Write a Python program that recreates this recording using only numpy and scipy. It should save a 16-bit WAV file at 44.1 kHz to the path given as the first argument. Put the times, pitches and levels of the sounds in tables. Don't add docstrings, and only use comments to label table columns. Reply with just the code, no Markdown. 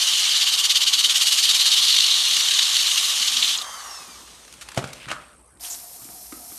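import sys
import numpy as np
from scipy import signal
from scipy.io import wavfile
from scipy.ndimage import uniform_filter1d

SR = 44100
rng = np.random.default_rng(int(sys.argv[2]) if len(sys.argv) > 2 else 0)


def boost_factor(decibels):
    exponent = np.asarray(decibels, float) / 20
    return 10 ** exponent


def persist_wave(psi):
    counts = np.round(np.clip(psi, -1, 1) * 32767).astype(np.int16)
    wavfile.write(sys.argv[1], SR, np.atleast_2d(counts).T)


N = 290178


def evened(x):
    return x / np.sqrt(np.mean(x ** 2) + 1e-20)


def read(points, hz):
    f, value = np.transpose(points)
    return np.interp(np.log(hz + 1), np.log(f + 1), value)


def curves(rows, fade=.01):
    s, *columns = np.transpose(rows)
    t = np.arange(N) / SR
    since_start = t - s[0] + fade * (s[0] < fade)
    until_end = s[-1] + fade - t
    gate = np.clip(np.minimum(since_start, until_end) / fade, 0, 1)
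    return gate, *(np.interp(t, s, c) for c in columns)


def slow(per_s):
    lowpass = signal.butter(2, per_s, fs=SR, output="sos")
    return evened(signal.sosfilt(lowpass, rng.standard_normal(N)))


def hiss(shape, patchy_db=4.0, grit=0.0, grit_db=7.0):
    sizes = np.minimum(rng.exponential(1, N), 3)
    grains = rng.standard_normal(N) * boost_factor(grit_db * sizes) * (rng.random(N) < .15)
    source = rng.standard_normal(N) + grit * evened(grains)
    hz, _, z = signal.stft(source, SR, nperseg=1024, noverlap=768)
    patches = uniform_filter1d(rng.standard_normal(z.shape), size=7, axis=0)
    patches = evened(uniform_filter1d(patches, size=6, axis=1))
    colour = boost_factor(read(shape, hz)[:, None] + patchy_db * patches)
    return evened(signal.istft(z * colour, SR, nperseg=1024, noverlap=768)[1][:N])


def resonate(x, hz, width):
    r = np.exp(-np.pi * width / SR)
    if np.ndim(hz) == 0:
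        return 2 * signal.lfilter([1 - r], [1, -r * np.exp(2j * np.pi * hz / SR)], x).real
    turn = np.exp(2j * np.pi * np.cumsum(hz) / SR)
    return 2 * (turn * signal.lfilter([1 - r], [1, -r], x * turn.conj())).real


def split(x, hz):
    low = signal.sosfiltfilt(signal.butter(2, hz, fs=SR, output="sos"), x)
    return low, x - low


def tone(hz, db, waver_db=1.0):
    return np.sqrt(2) * boost_factor(db + waver_db * slow(5)) * np.sin(2 * np.pi * np.cumsum(hz) / SR)


def grind():
    # time in seconds, pressure in dB, how flat the pad lies and rings in dB.
    hand = [(0.0, -17.5, -5.5), (0.35, -17, -0.5), (0.6, -21, 0), (1.1, -20, 3.5), (1.3, -17.5, -7.5),
            (1.55, -18, 6), (1.95, -19.5, 17), (2.2, -19.5, 8), (2.5, -18, 2.5), (3.0, -19, -0.5),
            (3.4, -19.5, -4), (3.53, -20, -3), (3.6, -33, -19), (3.66, -60, 0)]
    # frequency in Hz, level in dB per Hz.
    grit_spectrum = [(700, -61), (1200, -23), (2200, -14.5), (2650, -11), (2850, -3.5), (3900, -4),
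                     (4650, -8), (4850, -8), (6400, -4), (7300, -6.5), (10100, -9.5), (10600, -13.5),
                     (12400, -12), (13500, -23)]
    # frequency in Hz, width in Hz, level in dB.
    pad_rings = [(3180, 200, -23.5), (3850, 700, -9), (4330, 110, -23), (4360, 92, -18)]
    # frequency in Hz, width in Hz, level in dB.
    rim_rings = [(3063, 240, -11), (4550, 260, -10)]
    # time in seconds, lead in turns, throb depth in dB.
    wobble = [(0.0, .5, 2.5), (.3, .52, 0.5), (.72, .46, 9.5), (.95, .37, 6.5), (1.35, .45, 4.5),
              (1.65, .46, 4.5), (2.05, .4, 0), (2.3, .15, -1.5), (2.8, .26, 1), (3.2, .03, 1.2),
              (3.6, .15, 2)]
    # time in seconds, depth in dB.
    chatter = [(1.82, 0), (1.86, 1), (2.0, 4.5), (2.03, 2.5), (2.07, 4), (2.12, 0.5)]
    # time in seconds, jump in dB.
    catches = [(.394, 0.5), (.449, -1), (0.712, -0.5), (.826, -1), (.882, -0.5), (.927, -5), (.939, 5),
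               (1.049, 2.5), (1.33, 1), (1.012, 4), (1.022, 0), (1.255, -2), (1.458, 1), (1.513, 2),
               (1.684, 1), (1.741, 3), (1.774, 0.5), (1.81, -4), (2.119, 2), (2.146, 2.5), (2.202, 1),
               (2.227, -3.5), (2.253, 3.5), (2.311, 7), (2.369, 6.5), (2.397, -1), (2.407, 6), (2.465, 0.5),
               (2.488, 5), (2.5, -7), (2.515, 4.5), (2.541, 4), (2.593, 7.5), (2.604, -2), (2.63, 3.5),
               (2.767, 5), (2.799, 4.5), (2.877, 4.5), (2.917, 3), (2.935, -1.5), (2.979, 5), (3.01, -2),
               (3.038, -1), (3.092, 1.5), (3.147, -5), (3.229, 5), (3.281, 4.5), (3.313, -5), (3.34, 1),
               (3.37, 6)]
    # time in seconds, rim ring in dB, hiss in dB.
    slurry = [(0.0, -1, -0.5), (.3, -4.5, -4.5), (.6, 4.5, 0), (.9, 1.5, -3), (1.2, 1.5, 2), (1.5, 1, 0),
              (1.8, -5.5, -.5), (2.2, -16, -1.5), (2.6, -10.5, -2.5), (3.0, -13.5, 1), (3.4, -14, -2),
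              (3.67, -10, 1)]
    pad_turns_per_s, treble_lag_turns = 17.7, .06
    chatter_per_s, chatter_peak_s, catch_s = 51, 1.967, .005
    t = np.arange(N) / SR

    gate, pressure_db, ring_db = curves(hand)
    bright_db = -7 + 0.64 * np.clip(-29 - pressure_db, 0, 12)

    _, lead, depth_db = curves(wobble)
    turn = 2 * np.pi * (pad_turns_per_s * t + lead)

    def throb_db(angle):
        return 0.9 * depth_db * (np.cos(angle) - 0.12 * np.cos(2 * angle) - 0.08 * np.sin(2 * angle))

    bite_db = throb_db(turn)
    late_db = throb_db(turn - 2 * np.pi * treble_lag_turns)

    catch_db = curves(chatter)[1] * np.cos(2 * np.pi * chatter_per_s * (t - chatter_peak_s))
    for s, db in catches:
        near = slice(round(s * SR) - 800, round(s * SR) + 800)
        catch_db[near] += db * np.exp(-((t[near] - s) / catch_s) ** 2)
    jitter_db = .9 * evened(resonate(rng.standard_normal(N), 60, 60)) + .6 * slow(250)

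    grit = hiss(grit_spectrum, patchy_db=1.4, grit=.3)
    flat_ring = np.zeros(N)
    for hz, width, db in pad_rings:
        wandering_hz = hz * (1 + 0.021 * slow(18.0))
        flat_ring += boost_factor(db + 0.41 * slow(40)) * evened(resonate(grit, wandering_hz, width))
    _, rim_db, hiss_db = curves(slurry)
    rim = sum(boost_factor(db + rim_db) * evened(resonate(grit, hz, width)) for hz, width, db in rim_rings)

    low, high = split(grit, 5630)
    body = boost_factor(bite_db + catch_db) * (evened(low) + boost_factor(0.81 * ring_db) * flat_ring + rim)
    treble = boost_factor(bright_db + hiss_db + late_db + 0.29 * catch_db) * evened(high)
    return gate * boost_factor(pressure_db - 6.0 + jitter_db) * (body + treble)


def touches():
    # start in seconds, peak in dB, ring in Hz, width in Hz, held in seconds.
    contacts = [(3.4255, -1, 3470, 1260, 0.0033), (3.442, -8.5, 3300, 1000, 0.007),
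                (3.476, -10, 3600, 1400, 0.01), (3.489, -11, 3130, 930, 0.0053),
                (3.536, -23, 4000, 1200, 0.0074), (3.546, -10, 3250, 900, 0.0085),
                (3.574, -13, 6600, 990, 0.0041), (3.585, -12.5, 4100, 1800, 0.0039),
                (3.613, -15.5, 3550, 980, 0.0065), (3.615, -22, 7600, 5800, 0.0077),
                (3.642, -27, 4000, 3000, .004), (4.061, -47, 300, 390, 0.075),
                (4.15, -43.5, 260, 380, 0.087), (5, -34.5, 2500, 1500, .05), (5.126, -27, 1300, 450, 0.04),
                (5.165, -36, 1350, 500, 0.045), (5.215, -46, 1100, 500, 0.065),
                (5.2, -42, 2300, 1500, 0.046), (5.079, -26.5, 1460, 900, 0.023),
                (5.093, -23.5, 2650, 1100, 0.025), (4.76, -31.5, 7500, 5000, 0.022),
                (5.7, -21, 6900, 1900, 0.038), (5.595, -44, 3000, 3000, .01), (5.27, -46, 1360, 640, 0.081),
                (5.607, -33, 5100, 900, 0.021), (5.647, -24.5, 3100, 900, .003),
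                (5.721, -25, 7000, 4000, .001), (5.749, -26, 7000, 4000, .002),
                (6.044, -26, 7500, 4000, .001), (6.063, -35, 8500, 4000, .001)]
    out, t = np.zeros(N + 4000), np.arange(4000) / SR
    for s, db, hz, width, held in contacts:
        shape = np.clip(t / 0.001, 0, 1) * boost_factor(-60 * np.maximum(t - held, 0) / 0.045)
        noise = rng.standard_normal(4000)
        ring = evened(resonate(resonate(noise, hz, width), hz, width))
        out[round(s * SR):][:4000] += boost_factor(db - 12.0) * shape * ring
    return out[:N]


def motor():
    # time in seconds, housing roar in dB.
    fan = [(0.0, -41.5), (.5, -42.5), (2.3, -41.5), (3.1, -41.5), (3.55, -41.5), (3.7, -38), (3.92, -40.5),
           (4.03, -45), (4.06, -47), (4.15, -48.5), (4.2, -49.5), (4.3, -57), (4.6, -65)]
    # frequency in Hz, level in dB per Hz.
    roar_spectrum = [(88, -52), (150, -42), (311, -28.5), (404, -17), (578, -9.5), (636, -13), (716, -7),
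                     (1010, -9.5), (1140, -9.5), (2120, -10.5), (2600, -35), (3380, -48), (5720, -120)]
    # frequency in Hz, width in Hz, level in dB.
    housing = [(1150, 210, 8), (750, 150, -14), (1780, 300, -7)]
    # frequency in Hz, level in dB per Hz.
    vent_spectrum = [(1300, -32), (2200, -11), (3000, -4), (4800, -2.5), (6500, 1.5), (7200, -4),
                     (9500, -4), (10300, -10.5), (13500, -11.5)]
    # time in seconds, pitch in Hz, level in dB.
    shaft = [(0.0, 276, -65), (0.27, 271, -70.5), (2.35, 279.4, -65.5), (3.09, 268, -67.5), (3.5, 254, -61)]
    gate, roar_db = curves(fan, fade=0.24)
    loaded, shaft_hz, shaft_db = curves(shaft, fade=0.061)
    roar = hiss(roar_spectrum, patchy_db=1.5)
    roar = evened(roar + sum(boost_factor(db) * evened(resonate(roar, hz, width)) for hz, width, db in housing))
    vent = hiss(vent_spectrum, patchy_db=2.0)
    vent_db = -38 + 0.52 * (roar_db + 37.0) + 8 * loaded
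    air = gate * (boost_factor(roar_db - 0.5) * roar + boost_factor(vent_db) * vent)
    return air + loaded * tone(shaft_hz, shaft_db, waver_db=-0.5) + coast()


def coast():
    # order, resonance in Hz, width in Hz, level in dB.
    flares = [(12, 3180, 130, -48.5), (12, 2900, 350, -56), (12, 2600, 120, -58), (12, 2380, 150, -49),
              (18, 3950, 200, -58), (18, 3600, 250, -53), (18, 4560, 200, -48), (18, 3250, 200, -51),
              (20, 4350, 300, -56), (20, 3580, 200, -51), (24, 6350, 200, -46), (24, 5470, 360, -40),
              (24, 4750, 110, -44), (24, 4000, 900, -54), (36, 8070, 200, -53), (16, 4000, 120, -54),
              (16, 3150, 300, -53)]
    lifted_s, off_s, still_s, hidden_s = 3.63, 3.72, 4.5, 4.033
    brush_hz, sag_hz_per_s, drag_s = 3183, 2200, 2.96
    free = curves([(lifted_s, 1), (still_s, 1)])[0]
    since_off = np.maximum(np.arange(N) / SR - off_s, 0)
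    shaft_hz = (brush_hz - sag_hz_per_s * drag_s * (1 - np.exp(-since_off / drag_s))) / 12
    out = np.zeros(N)
    for order in {row[0] for row in flares}:
        hz = np.maximum(order * shaft_hz, 0)
        size = sum(boost_factor(db) * np.exp(-((hz - at) / width) ** 2)
                   for k, at, width, db in flares if k == order)
        blur = evened(resonate(rng.standard_normal(N), hz, 140))
        out += size * (tone(hz, 0, waver_db=1) + boost_factor(-5.0) * blur)
    hidden = np.clip((since_off + off_s - hidden_s) / 0.0092, 0, 1)
    return free * out * boost_factor(-8 * hidden)


def knocks(rows, modes, crack_db, crack_t60):
    out, t = np.zeros(N + 8000), np.arange(8000) / SR
    rise = np.clip(t / .001, 0, 1)
    for s, db, thud_db, tick_db, ring in rows:
        noise = rng.standard_normal(8000)
        body = np.zeros(8000)
        for hz, mode_db, t60 in modes:
            uneven, detune, phase = rng.standard_normal(3)
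            decay_db = -60 * t / (t60 * np.clip(2 * ring, .4, 1.5))
            swell = np.clip(t * hz, 0, 1)
            wave = np.sin(2 * np.pi * hz * (1 + .03 * detune) * t + 3 * phase)
            body += boost_factor(mode_db + 2 * uneven + decay_db) * swell * wave
        crack_band = split(split(noise, 4500)[0], 230)[1]
        crack = boost_factor(crack_db - 60 * t / crack_t60) * evened(crack_band)
        thud = boost_factor(thud_db - 60 * t / 0.097) * np.sin(2 * np.pi * 130 * t) * np.clip(t / 0.0028, 0, 1)
        tick = boost_factor(tick_db - 60 * t / 0.076) * split(split(noise, 9400)[0], 5100)[1]
        out[round(s * SR):][:8000] += (boost_factor(db) * (body / abs(body).max() + crack) + thud + tick) * rise
    return out[:N]


def bench_knocks():
    # start in seconds, peak in dB, thud in dB, tick in dB, decay time factor.
    blows = [
        (4.7675, -24, -45, -40, .3),
        (4.774, -13, -34, -24, .3),
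        (4.7758, -8, -26, -24, .4),
        (4.783, -17, -36, -38, .4),
        (4.79, -17, -38, -44, .4),
        (4.7965, -23, -42, -47, .4),
        (4.826, -27, -46, -47, .4),
        (4.8408, -15, -46, -33, .25),
    ]
    # frequency in Hz, level in dB, t60 in seconds.
    bench = [(137, -4, 0.037), (258, -5.5, 0.034), (396, 0, 0.024), (635, 9.5, 0.0091), (770, -11, 0.018),
             (1350, -1.5, 0.01406), (2120, -2, 0.0041), (3040, 4.5, 0.0051)]
    return knocks(blows, bench, crack_db=-12.0, crack_t60=0.028)


def nozzle_clanks():
    # start in seconds, peak in dB, thud in dB, tick in dB, decay time factor.
    blows = [
        (5.085, -28, -61, -29, 0.64),
        (5.103, -23, -64, -31, 0.44),
        (5.114, -14.5, -57, -25, 0.64),
        (5.118, -29, -60.0, -37, 0.45),
        (5.126, -26.5, -61, -46, 0.42),
        (5.132, -28, -61, -45, 0.5),
    ]
    # frequency in Hz, level in dB, t60 in seconds.
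    nozzle = [(620, -5, .04), (1050, -4, .03), (1270, -3, .03), (1470, -1, .04), (1750, -5, .025),
              (2250, -4, .02), (2700, -4, .025)]
    return knocks(blows, nozzle, crack_db=-6.0, crack_t60=0.025)


def hose_bumps():
    # start in seconds, peak in dB, thud in dB, tick in dB, decay time factor.
    blows = [
        (5.066, -38.5, -35, -57, 0.79),
        (6.017, -43.5, -49, -80, 0.41),
        (6.051, -42, -62, -62.0, 0.39),
        (6.088, -38.5, -52, -62.0, 0.24),
        (6.13, -46, -60, -60, .6),
        (6.323, -30, -62, -50, 0.5),
        (6.519, -38, -64, -73, 0.27),
    ]
    # frequency in Hz, level in dB, t60 in seconds.
    hose = [(256, -1.5, 0.074), (330, -3.5, 0.05), (1240, -5, 0.025), (2280, -6.5, 0.018)]
    return knocks(blows, hose, crack_db=-10, crack_t60=.05)


def snaps():
    # start in seconds, peak in dB, treble in dB, t60 in seconds, held in seconds.
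    bursts = [(4.449, -51, 6, 0.017, 0.0016), (4.477, -50, 1, 0.017, 0.0056), (4.525, -45, 8, .015, 0.0018),
              (4.538, -42, 3, 0.014, 0.0016), (4.61, -42, 1, 0.033, 0.017), (4.686, -35.5, -2, .03, 0.0025),
              (4.716, -41, -4, 0.023, 0.0052), (4.745, -43, 2, .02, .003), (4.874, -44, 5, 0.017, 0.0017),
              (4.93, -40.5, 4.5, .02, 0.0052), (4.961, -57, -4, .015, 0.0026),
              (5.029, -45, -1, 0.012, .002), (5.056, -35, -11, 0.0092, 0.0017),
              (5.299, -70.5, -6, 0.022, .003), (5.571, -60, -4, .015, .003)]
    out, t = np.zeros(N + 4000), np.arange(4000) / SR
    for s, db, treble_db, t60, held in bursts:
        noise = rng.standard_normal(4000)
        low, high = split(split(noise, 10800)[0], 3600)
        mid = split(low, 702)[1]
        shape = np.clip(t / 0.0019, 0, 1) * boost_factor(-60 * np.maximum(t - held, 0) / max(t60, .005))
        out[round(s * SR):][:4000] += boost_factor(db) * shape * (evened(mid) + boost_factor(treble_db) * evened(high))
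    return out[:N]


def rustle():
    # time in seconds, level in dB.
    motion = [
        (4.25, -52),
        (4.5, -58),
        (4.8, -46),
        (5.0, -47),
        (5.25, -56),
        (5.5, -77.5),
    ]
    gate, level_db = curves(motion, fade=0.025)
    texture = dict(patchy_db=1.5, grit=.7)
    shuffle = hiss([(60, -24), (150, -7.5), (900, -10.5), (1600, -10.5), (3000, -26.5)], **texture)
    crinkle = hiss([(1000, -24), (2200, 5.5), (3300, 4.5), (6000, -3.5), (9500, -6.0), (12000, -30.0)],
                   **texture)
    clumps_db = 1.5 * slow(30)
    low_db = -52 + 0.81 * (level_db + 49)
    return gate * boost_factor(clumps_db) * (boost_factor(low_db) * shuffle + boost_factor(level_db) * crinkle)


def jet():
    # time in seconds, flow in dB.
    flow = [(5.594, -54), (5.603, -49), (5.609, -40), (5.624, -39.5), (5.641, -34), (5.648, -36.5),
            (5.677, -35.5), (5.687, -37), (5.74, -38), (5.87, -42), (6.32, -41.5), (6.42, -42), (6.58, -40)]
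    # frequency in Hz, level in dB per Hz.
    spray_spectrum = [(1470, -57), (2500, -41), (3530, -37), (4070, -13), (4820, -15), (5320, -8),
                      (6260, -10), (7950, -9), (9220, -3.5), (10400, -9), (11500, -3.5), (12700, -5.5),
                      (13500, -13.5)]
    # frequency in Hz, level in dB per Hz.
    splash_spectrum = [(300, -14), (900, -7.5), (1500, -6.5), (2600, -6), (4000, -3), (6000, 0.5),
                       (9000, -8)]
    gate, flow_db = curves(flow, fade=.003)
    spray = boost_factor(flow_db + .8 * slow(40)) * hiss(spray_spectrum, patchy_db=1.5, grit=.4)
    splash_db = -58.5 + 2.1 * (flow_db + 45.5) + 1.1 * slow(40)
    splash = boost_factor(splash_db) * hiss(splash_spectrum, patchy_db=0.0, grit=0.74)
    water = rng.standard_normal(N)
    low_song = evened(resonate(resonate(water, 715 + 18 * slow(8), 80), 715, 150))
    high_song = evened(resonate(resonate(water, 900, 90), 900, 140))
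    song = boost_factor(-56.5 + 2.2 * slow(12)) * (low_song + boost_factor(-7) * high_song)
    return gate * (spray + splash + song)


def background():
    # frequency in Hz, width in Hz, level in dB.
    insect_bands = [(7700, 64, -6), (8370, 125, 4), (9100, 110, -4), (8960, 83, -4), (9280, 190, -1.5),
                    (9550, 100, -2), (11500, 72, -16), (12060, 77, -21.5)]
    # time in seconds, level in dB.
    breeze = [(0.0, -66), (2.0, -70), (3.0, -63), (3.6, -65.5), (4.8, -58.5), (6.58, -62.5)]
    # frequency in Hz, level in dB per Hz.
    air_spectrum = [(25, -31), (60, -20.5), (166, -20), (260, -17), (500, -21.5), (850, -24), (1100, -20),
                    (2000, -34), (4000, -42), (7000, -36.5), (10500, -28.5), (13500, -56.5)]
    drone_hz, swell_s, swell_length_s, drone_ends_s = 242, 3.4, 0.086, 4.38
    t, noise = np.arange(N) / SR, rng.standard_normal(N)

    song = sum(boost_factor(db) * evened(resonate(resonate(noise, hz, width), hz, 3 * width))
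               for hz, width, db in insect_bands)
    trill = 1 + .5 * np.sin(2 * np.pi * np.cumsum(63 + 0.55 * slow(3.7)) / SR)
    insects = boost_factor(-60.0) * evened(song * trill)

    swell_db = 19 * np.exp(-((t - swell_s) / swell_length_s) ** 2)
    drone_db = -70.5 + swell_db - 200 * np.maximum(t - drone_ends_s, 0)
    machine = tone(np.full(N, drone_hz), drone_db, waver_db=2.5)

    hum = boost_factor(curves(breeze)[1]) * evened(resonate(resonate(rng.standard_normal(N), 58.5, 7.9), 55, 40))
    return boost_factor(-57.5) * hiss(air_spectrum) + insects + hum + machine


def yard(x):
    # frequency in Hz, t60 in seconds.
    decay = [(200, 0.47), (530, 0.47), (1390, 0.46), (3700, 0.2), (9000, 0.25)]
    hz, t, z = signal.stft(rng.standard_normal(SR // 2), SR, nperseg=256)
    tail = signal.istft(z * boost_factor(-60 * t / read(decay, hz)[:, None]), SR, nperseg=256)[1]
    tail = np.r_[np.zeros(200), tail]
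    return signal.fftconvolve(x, tail / np.linalg.norm(tail))[:N]


def scene():
    sander = grind() + touches()
    hits = snaps() + bench_knocks() + nozzle_clanks()
    bumps = hose_bumps()
    echoes = yard(boost_factor(-14.5) * sander + boost_factor(-9.0) * hits + boost_factor(-5.0) * bumps)
    return (sander + motor() + hits + bumps + echoes + rustle() + jet() + background())[None]


def roll_off(x):
    return signal.sosfilt(signal.butter(12, 14220, fs=SR, output="sos"), x)


def record(dry):
    dry = signal.sosfilt(signal.butter(2, 45, "high", fs=SR, output="sos"), dry)
    dry = .9 * np.tanh(dry / .9)
    edge = signal.firwin(2001, 13140, window=("kaiser", 9), fs=SR)
    limited = signal.oaconvolve(dry, edge[None], "same")
    landing = curves([(4.771, 1), (4.779, 1)], fade=.003)[0]
    snap = curves([(4.928, 1), (4.934, 1)], fade=.003)[0]
    return roll_off(limited + boost_factor(-6.0) * (landing + snap) * (dry - limited))


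dry = scene()
out = record(dry)
persist_wave(out)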